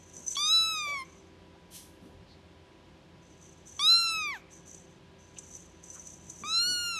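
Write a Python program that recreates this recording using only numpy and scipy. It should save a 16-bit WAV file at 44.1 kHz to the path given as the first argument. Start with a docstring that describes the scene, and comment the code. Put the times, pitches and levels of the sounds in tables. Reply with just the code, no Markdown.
"""A quiet room, where a tiny kitten held in a hand close to the microphone mews three times.
Each thin cry is a stack of harmonics shaped by a mouth that opens and closes; its pitch rises and falls.
Around the cries, filtered noise and short pings make the fine scratchy rustle of handling.
There are also small soft bumps, an airy puff with a faint one after it, and steady tones:
an appliance humming in the background."""
import sys
import numpy as np
from scipy import signal
from scipy.fft import rfft, irfft, next_fast_len
from scipy.io import wavfile
from scipy.ndimage import uniform_filter1d, map_coordinates

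SR = 44100
rng = np.random.default_rng(int(sys.argv[2]) if len(sys.argv) > 2 else 0)


def pcm_store(signal):
    """Save signal as 16-bit PCM."""
    levels = np.round(np.clip(np.atleast_2d(signal), -1, 1) * 32767)
    wavfile.write(sys.argv[1], SR, levels.astype(np.int16).T)


N = 308460
TIME = np.arange(N) / SR  # seconds


def amp(db):
    """Turn decibels into a gain."""
    return 10 ** (np.asarray(db) / 20)


def unit(x):
    """Scale a sound to an rms level of 1."""
    return x / np.sqrt(np.mean(x ** 2) + 1e-20)


def along(points, hz):
    """Read a curve of (frequency, value) points at any frequency, on a log axis."""
    point_hz, values = np.transpose(points)
    return np.interp(np.log(hz + 1), np.log(point_hz + 1), values)


def wobble(rate):
    """A smooth random curve with this many random points a second."""
    knots = rng.standard_normal(int(N * rate / SR) + 4)
    return map_coordinates(knots, [TIME * rate])


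def filtered(x, response):
    """Multiply the spectrum of x by a response that depends on frequency."""
    size = next_fast_len(N + SR // 2)  # spare room so the end does not wrap round to the start
    spectrum = rfft(x, size) * response(np.fft.rfftfreq(size, 1 / SR))
    return irfft(spectrum, size)[..., :N]


def noise(colour):
    """Random hiss of rms 1, coloured by a (f/Hz, level/dB) curve."""
    return unit(filtered(rng.standard_normal(N), lambda hz: amp(along(colour, hz))))


def band(hz, centre, width):
    """Response of one resonance, equal to 1 at its centre."""
    return 1j * hz * width / (centre ** 2 - hz ** 2 + 1j * hz * width)


def swell(s, half):
    """A bell-shaped swell around time s, down to 1/e after the half length."""
    return np.exp(-((TIME - s) / half) ** 2)


def gesture(start, length, rise, fall_db_per_s):
    """A loudness curve that rises, holds until its length is over and dies away."""
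    age = TIME - start
    fall = amp(-fall_db_per_s * np.maximum(age - length, 0))
    return np.clip(age / rise, 0, 1) * fall


# colour of the room noise: (f/Hz, relative level/dB)
AIR_COLOUR = [(15, -55), (25, -19.5), (75, -2), (108, -8.5), (164, -0.5), (257, -8), (325, -3.5),
              (411, -11), (520, -13), (563, -11.5), (1000, -16), (1330, -20), (3250, -20.5), (6580, -32),
              (13000, -48)]
# tones of the appliance: (f/Hz, relative level/dB)
HUM_TONES = [(53.8, -70), (86.1, -63.5), (129.2, -73), (172.3, -66), (328.4, -69.5), (387.6, -67),
             (522.2, -70.5), (985.1, -71), (1642, -77.5)]


def background(air_db=-57.5, hum_db=-1, drift_rad=0.57, sway_db=2):
    """Room noise, plus appliance tones whose loudness and phase wander slightly."""
    hum = np.zeros(N)
    for hz, db in HUM_TONES:
        loudness = amp(db + sway_db * wobble(5.14)) * np.sqrt(2)  # sqrt(2) turns rms into peak
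        hum += loudness * np.sin(2 * np.pi * hz * TIME + drift_rad * wobble(8))
    return amp(air_db) * noise(AIR_COLOUR) + amp(hum_db) * hum


# how long the room rings: (f/Hz, t/s to die by 60 dB)
ROOM_DECAY = [(300, 1), (2300, 0.77), (5000, 0.36), (12000, 0.026)]


def room(x):
    """Echoes blur into a noisy tail in which each frequency dies at its own speed."""
    hz, t, cells = signal.stft(rng.standard_normal(SR // 2), SR, nperseg=256)
    decay = amp(-60 * t / along(ROOM_DECAY, hz)[:, None])
    tail = signal.istft(cells * decay, SR, nperseg=256)[1]
    return signal.fftconvolve(x, tail / np.linalg.norm(tail))[:N]


# small soft noises of moving about: (t/s, half length/s, centre f/Hz, level/dB)
SOFT_STIRS = [(0.194, 0.044, 217, -53), (0.357, 0.0063, 3530, -40.5), (1.557, 0.011, 846, -58),
              (2.07, 0.063, 166, -52), (2.194, .08, 55, -55.5), (2.315, .04, 4220, -61.5),
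              (5.371, 0.0076, 2950, -53.5), (5.97, 0.02, 1250, -56.5), (6.237, 0.088, 139, -57.5),
              (6.443, 0.03, 192, -50), (6.715, 0.055, 251, -52)]


def stirs(width_at_1khz_hz=560):
    """Soft bumps and brushes, each a short swell of noise in one band."""
    out = np.zeros(N)
    for s, half, centre, db in SOFT_STIRS:
        width = width_at_1khz_hz * np.sqrt(centre / 1000)
        # the resonance is applied twice, which narrows the band
        brush = unit(filtered(rng.standard_normal(N), lambda hz: band(hz, centre, width) ** 2))
        out += amp(db) * swell(s, half) * brush
    return out


# airy puffs: (start t/s, level/dB)
PUFF_TIMES = [(1.70, -44.5), (2.0, -70)]
# colour of their hiss: (f/Hz, relative level/dB)
PUFF_HISS = [(1060, -45), (1800, -8.5), (2680, -4), (3110, 5), (3760, 0), (4080, 4), (4430, -0.5),
             (6280, 6), (6930, 1), (10400, 3.5), (13000, -1)]


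def puff(length_s=0.062, rise_s=0.066, fall_db_per_s=143):
    """A short, bright, airy hiss, and a faint one after it."""
    loudness = sum(amp(db) * gesture(s, length_s, rise_s, fall_db_per_s) for s, db in PUFF_TIMES)
    return loudness * noise(PUFF_HISS)


RING_HZ = 6045  # the high ring shared by rubbing and catches
# strokes of fur and claws against the hand: (start t/s, length/s, relative level/dB)
RUB_STROKES = [(-.02, 0.19, -59.5), (0.12, 0.23, -51), (0.257, 0.063, -38.5), (1.035, .15, -64.5),
               (3.212, 0.4, -68), (3.402, 0.1, -60), (3.648, 0.18, -55.5), (4.495, 0.073, -56.5),
               (4.652, 0.1, -53.5), (4.876, 0.034, -67), (5.178, 0.78, -68), (5.367, 0.24, -53),
               (5.824, .32, -53), (5.913, .05, -49.5), (6.175, .12, -58), (6.279, 0.14, -52.5),
               (6.432, 0.045, -45.5)]
# further resonances above the ring: (f/Hz, width/Hz, relative level/dB)
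BODY_RESONANCES = [(6310, 210, -9.5), (7400, 110, -21.5)]
# colour of the crackle, here and in the catches: (f/Hz, relative level/dB)
CRACKLE_COLOUR = [(2000, -18.5), (5200, -6.5), (6300, 9.5), (8000, 8), (9500, -10), (13000, -29.5)]


def rubbing(rub_db=-1.0, crackle_db=-6, uneven_db=1.74):
    """Uneven strokes: grainy friction excites a narrow high ring, two further resonances above it and a
    crackle."""
    ring_width_hz, grain_db, spike_db = 110, 2.8, 3.8
    rise_s, fall_db_per_s = 0.021, 139
    strokes = [amp(db) * gesture(s, length, rise_s, fall_db_per_s) for s, length, db in RUB_STROKES]
    pressure = np.max(strokes, axis=0)  # the strongest stroke wins at each moment

    def body(hz):
        broad = sum(amp(db) * band(hz, centre, width) for centre, width, db in BODY_RESONANCES)
        below_ring = np.minimum(hz / RING_HZ, 1) ** 8  # thins out what lies below the ring
        return (band(hz, RING_HZ, ring_width_hz) + broad) * below_ring

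    grains = rng.standard_normal(N) * amp(grain_db * wobble(150))
    ring = unit(filtered(grains, body))
    crackle = unit(noise(CRACKLE_COLOUR) * amp(spike_db * wobble(400)))
    unevenness = amp(rub_db + uneven_db * wobble(25))
    return unevenness * pressure * (ring + amp(crackle_db) * crackle)


# the loudest catches in the rubbing: (t/s, relative ring level/dB, relative crackle level/dB)
RUB_CATCHES = [(0.165, -40, -44), (0.265, -36, -52), (0.2799, -24.5, -41), (0.3206, -38, -35),
               (0.3333, -37, -47), (3.672, -47, -57), (3.7653, -45, -61), (4.6941, -44, -64),
               (4.7453, -44, -46), (5.3855, -41.5, -36.5), (5.5512, -38, -47), (5.8384, -54, -49.5),
               (5.901, -38.5, -47), (5.995, -38.5, -53), (6.0696, -41, -43.5), (6.2992, -41.5, -41)]


def catches(ring_db=-2, crackle_db=-2, rise_s=0.00091, ring_life_s=0.0066, crackle_life_s=0.005,
            scatter_hz=30):
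    """A sudden slip pings the high ring and throws off a short crackle."""
    ring, force = np.zeros(N), np.zeros(N)
    for s, ping_db, slip_db in RUB_CATCHES:
        age = np.maximum(TIME - s, 0)
        onset = 1 - np.exp(-age / rise_s)
        ping = np.sin(2 * np.pi * rng.normal(RING_HZ, scatter_hz) * age)
        ring += amp(ping_db) * onset * np.exp(-age / ring_life_s) * ping
        force += amp(slip_db) * onset * np.exp(-age / crackle_life_s)
    crackle = force * noise(CRACKLE_COLOUR)
    return 2 * (amp(ring_db) * ring + amp(crackle_db) * crackle)


# fixed colour of the voice: (f/Hz, relative level/dB)
THROAT_COLOUR = [(800, 0), (1400, -.1), (2200, -8), (3000, -7.4), (4000, -3.9), (5300, -2.6), (5750, -3.9),
                 (6100, 5.2), (6700, 4.8), (8000, 10.7), (10000, 17), (13000, 21)]
# colour of the breath, here and in the husky moments: (f/Hz, relative level/dB)
BREATH_COLOUR = [(500, -14), (1000, -3.5), (2300, -10.5), (3500, 2.5), (4700, -13), (6300, 1), (7800, -7.5),
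                 (9000, -22.5), (13000, -8.5)]
# a rasp at half the pitch, where the folds beat unevenly: (t/s, half length/s, level/dB)
RASP_MOMENTS = [(0.883, 0.013, -39), (0.929, 0.022, -41.5)]
WIDE_HZ = 4120  # mouth resonance with the jaw wide open
OPEN_S, FADE_S, STOP_S = 0.068, 0.084, 0.026  # the jaw opens; the air runs out; the folds stop
POP_S = 0.0018  # the first cycles overshoot as the folds burst open
GLIDE_S = 0.04  # the pitch curve is smoothed over this time
STRAIN_DB = 43.5  # the top harmonics lose this much for each octave that the pitch sags
UPPER_RISE_HZ = 2970  # the upper resonance climbs this much for each octave that the pitch sags
LEAK_DB = -40  # leaking air, relative to the fundamental's level setting


def mew(cry, arch, mouth_width_hz=355, upper_width_hz=1900, flutter_db=4.0, rasp_wander_rad=1.5,
        low_count=5):
    """Harmonics of the vocal folds pass two resonances; the jaw opens quickly, then closes steadily."""
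    (start, end, loud_db, gape_s, first_hz, last_hz, upper_hz,
     bright_db, dull_db, pop_db, fade_db) = cry
    on = (TIME >= start) & (TIME <= end)
    t = TIME[on]

    # the muscles round off every turn of the pitch
    pitch = uniform_filter1d(np.interp(t, *np.transpose(arch)), size=round(GLIDE_S * SR))
    sag = np.log2(pitch.max() / pitch)  # octaves below the highest pitch

    # the moving jaw shifts the resonances and the brightness
    still_shut = np.exp(-(t - start) / OPEN_S)
    closing = np.clip((t - start - gape_s) / (end - start - gape_s), 0, 1)
    mouth = WIDE_HZ + (first_hz - WIDE_HZ) * still_shut + (last_hz - WIDE_HZ) * closing
    upper = upper_hz + UPPER_RISE_HZ * sag
    bright = bright_db - dull_db * still_shut  # dB per octave
    db = loud_db - fade_db * np.exp((t - end) / FADE_S) + pop_db * np.exp((start - t) / POP_S)

    # taut folds give a pure tone; slack folds at low pitch vibrate less steadily
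    slack = np.minimum((pitch.max() / pitch) ** 5, 2.5)
    waver = .0016 * wobble(45)[on] + .001 * wobble(150)[on] + .0007 * slack * wobble(600)[on]
    phase = 2 * np.pi * np.cumsum(pitch * (1 + slack * waver)) / SR

    k = np.arange(1, 13)[:, None]  # harmonic numbers
    hz = k * pitch

    def formant(centre, width):
        return 1 / (1 - (hz / centre) ** 2 + 1j * hz * width / centre ** 2)

    gain = formant(mouth, mouth_width_hz) * formant(upper, upper_width_hz)
    gain = gain * amp(along(THROAT_COLOUR, hz) + bright * np.log2(k))
    # the top harmonics need taut folds, and flutter more than the low ones
    gain = gain * amp(-STRAIN_DB * sag * (k > low_count))
    flutter = np.array([wobble(25)[on] + .5 * wobble(250)[on] for _ in k]) * (k / len(k)) ** 1.15
    # levels are set relative to the fundamental
    gain = gain / np.abs(gain[0]) * amp(db + flutter_db * slack * flutter)
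    voice = np.sum(gain * np.exp(1j * k * phase), axis=0).real

    # a little air leaks past the folds
    voice = voice + amp(db + LEAK_DB) * noise(BREATH_COLOUR)[on]
    rasp = sum(amp(rasp_db) * swell(s, half) for s, half, rasp_db in RASP_MOMENTS)[on]
    voice = voice + rasp * np.cos(phase / 2 + rasp_wander_rad * wobble(200)[on])

    # the folds spring into motion within one cycle and fade more gently
    attack = np.minimum(phase / np.pi, 1)
    release = np.minimum((end - t) / STOP_S, 1)
    out = np.zeros(N)
    out[on] = voice * attack * release
    return out


# the cries: (start t/s, end t/s, fundamental level/dB, t/s until the jaw starts to close,
# mouth resonance at the start f/Hz, mouth resonance at the end f/Hz, upper resonance f/Hz,
# brightness/dB per octave, dullness at the start/dB per octave, opening pop/dB, final fade/dB)
CRY_SETTINGS = [(0.367, 1.047, -37, 0.16, 3690, 1770, 5280, -1.22, 1.8, 1, 4),
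                (3.793, 4.385, -35, 0.13, 3640, 1860, 5180, -1, 3, 1.5, 15),
                (6.436, 7.047, -38, .14, 2580, 2930, 5460, -0.5, 9.5, 7, 4)]
# the arch of each cry, before smoothing: one list per cry of (t/s, pitch f/Hz)
PITCH_ARCHES = [
    [(0.365, 1080), (0.392, 1164), (0.475, 1241), (0.538, 1322), (0.705, 1305), (0.774, 1244),
     (0.874, 1157), (0.93, 1147), (1.03, 1032)],
    [(3.793, 1054), (3.813, 1176), (3.908, 1353), (3.989, 1375), (4.04, 1364), (4.199, 1274), (4.322, 1102),
     (4.37, 714)],
    [(6.44, 1110), (6.453, 1223), (6.539, 1333), (6.694, 1471), (6.785, 1429), (6.865, 1410), (6.943, 1361),
     (6.99, 1262)],
]
# moments when the voice turns husky: (t/s, half length/s, noise level/dB)
HUSKY_MOMENTS = [(.385, .025, -57), (.893, .026, -50), (.99, .05, -59), (4.15, .09, -61), (4.355, .04, -56),
                 (6.8, .1, -61), (6.98, .025, -55)]


def kitten(low_edge_hz=700):
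    """Three cries, with breathy noise in their husky moments."""
    cries = sum(mew(cry, arch) for cry, arch in zip(CRY_SETTINGS, PITCH_ARCHES))
    # so small a mouth radiates almost no bass
    bass_cut = signal.butter(4, low_edge_hz, "high", fs=SR, output="sos")
    voice = signal.sosfilt(bass_cut, cries)
    husk = sum(amp(db) * swell(s, half) for s, half, db in HUSKY_MOMENTS)
    return voice + husk * noise(BREATH_COLOUR)


def scene(room_db=-26.5):
    """Everything nearby gets a faint room tail; both channels carry the same sound."""
    near = kitten() + rubbing() + catches() + stirs() + puff()
    mono = near + amp(room_db) * room(near) + background()
    return np.array([mono, mono])


def record(dry, low_cut_hz=38, top_hz=13150):
    """The microphone loses the deepest bass and keeps nothing above its band limit."""
    def microphone(hz):
        bass_loss = (hz / low_cut_hz) ** 2 / np.sqrt(1 + (hz / low_cut_hz) ** 4)
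        return bass_loss * (hz < top_hz)

    return filtered(dry, microphone)


dry = scene()
out = record(dry)
pcm_store(out)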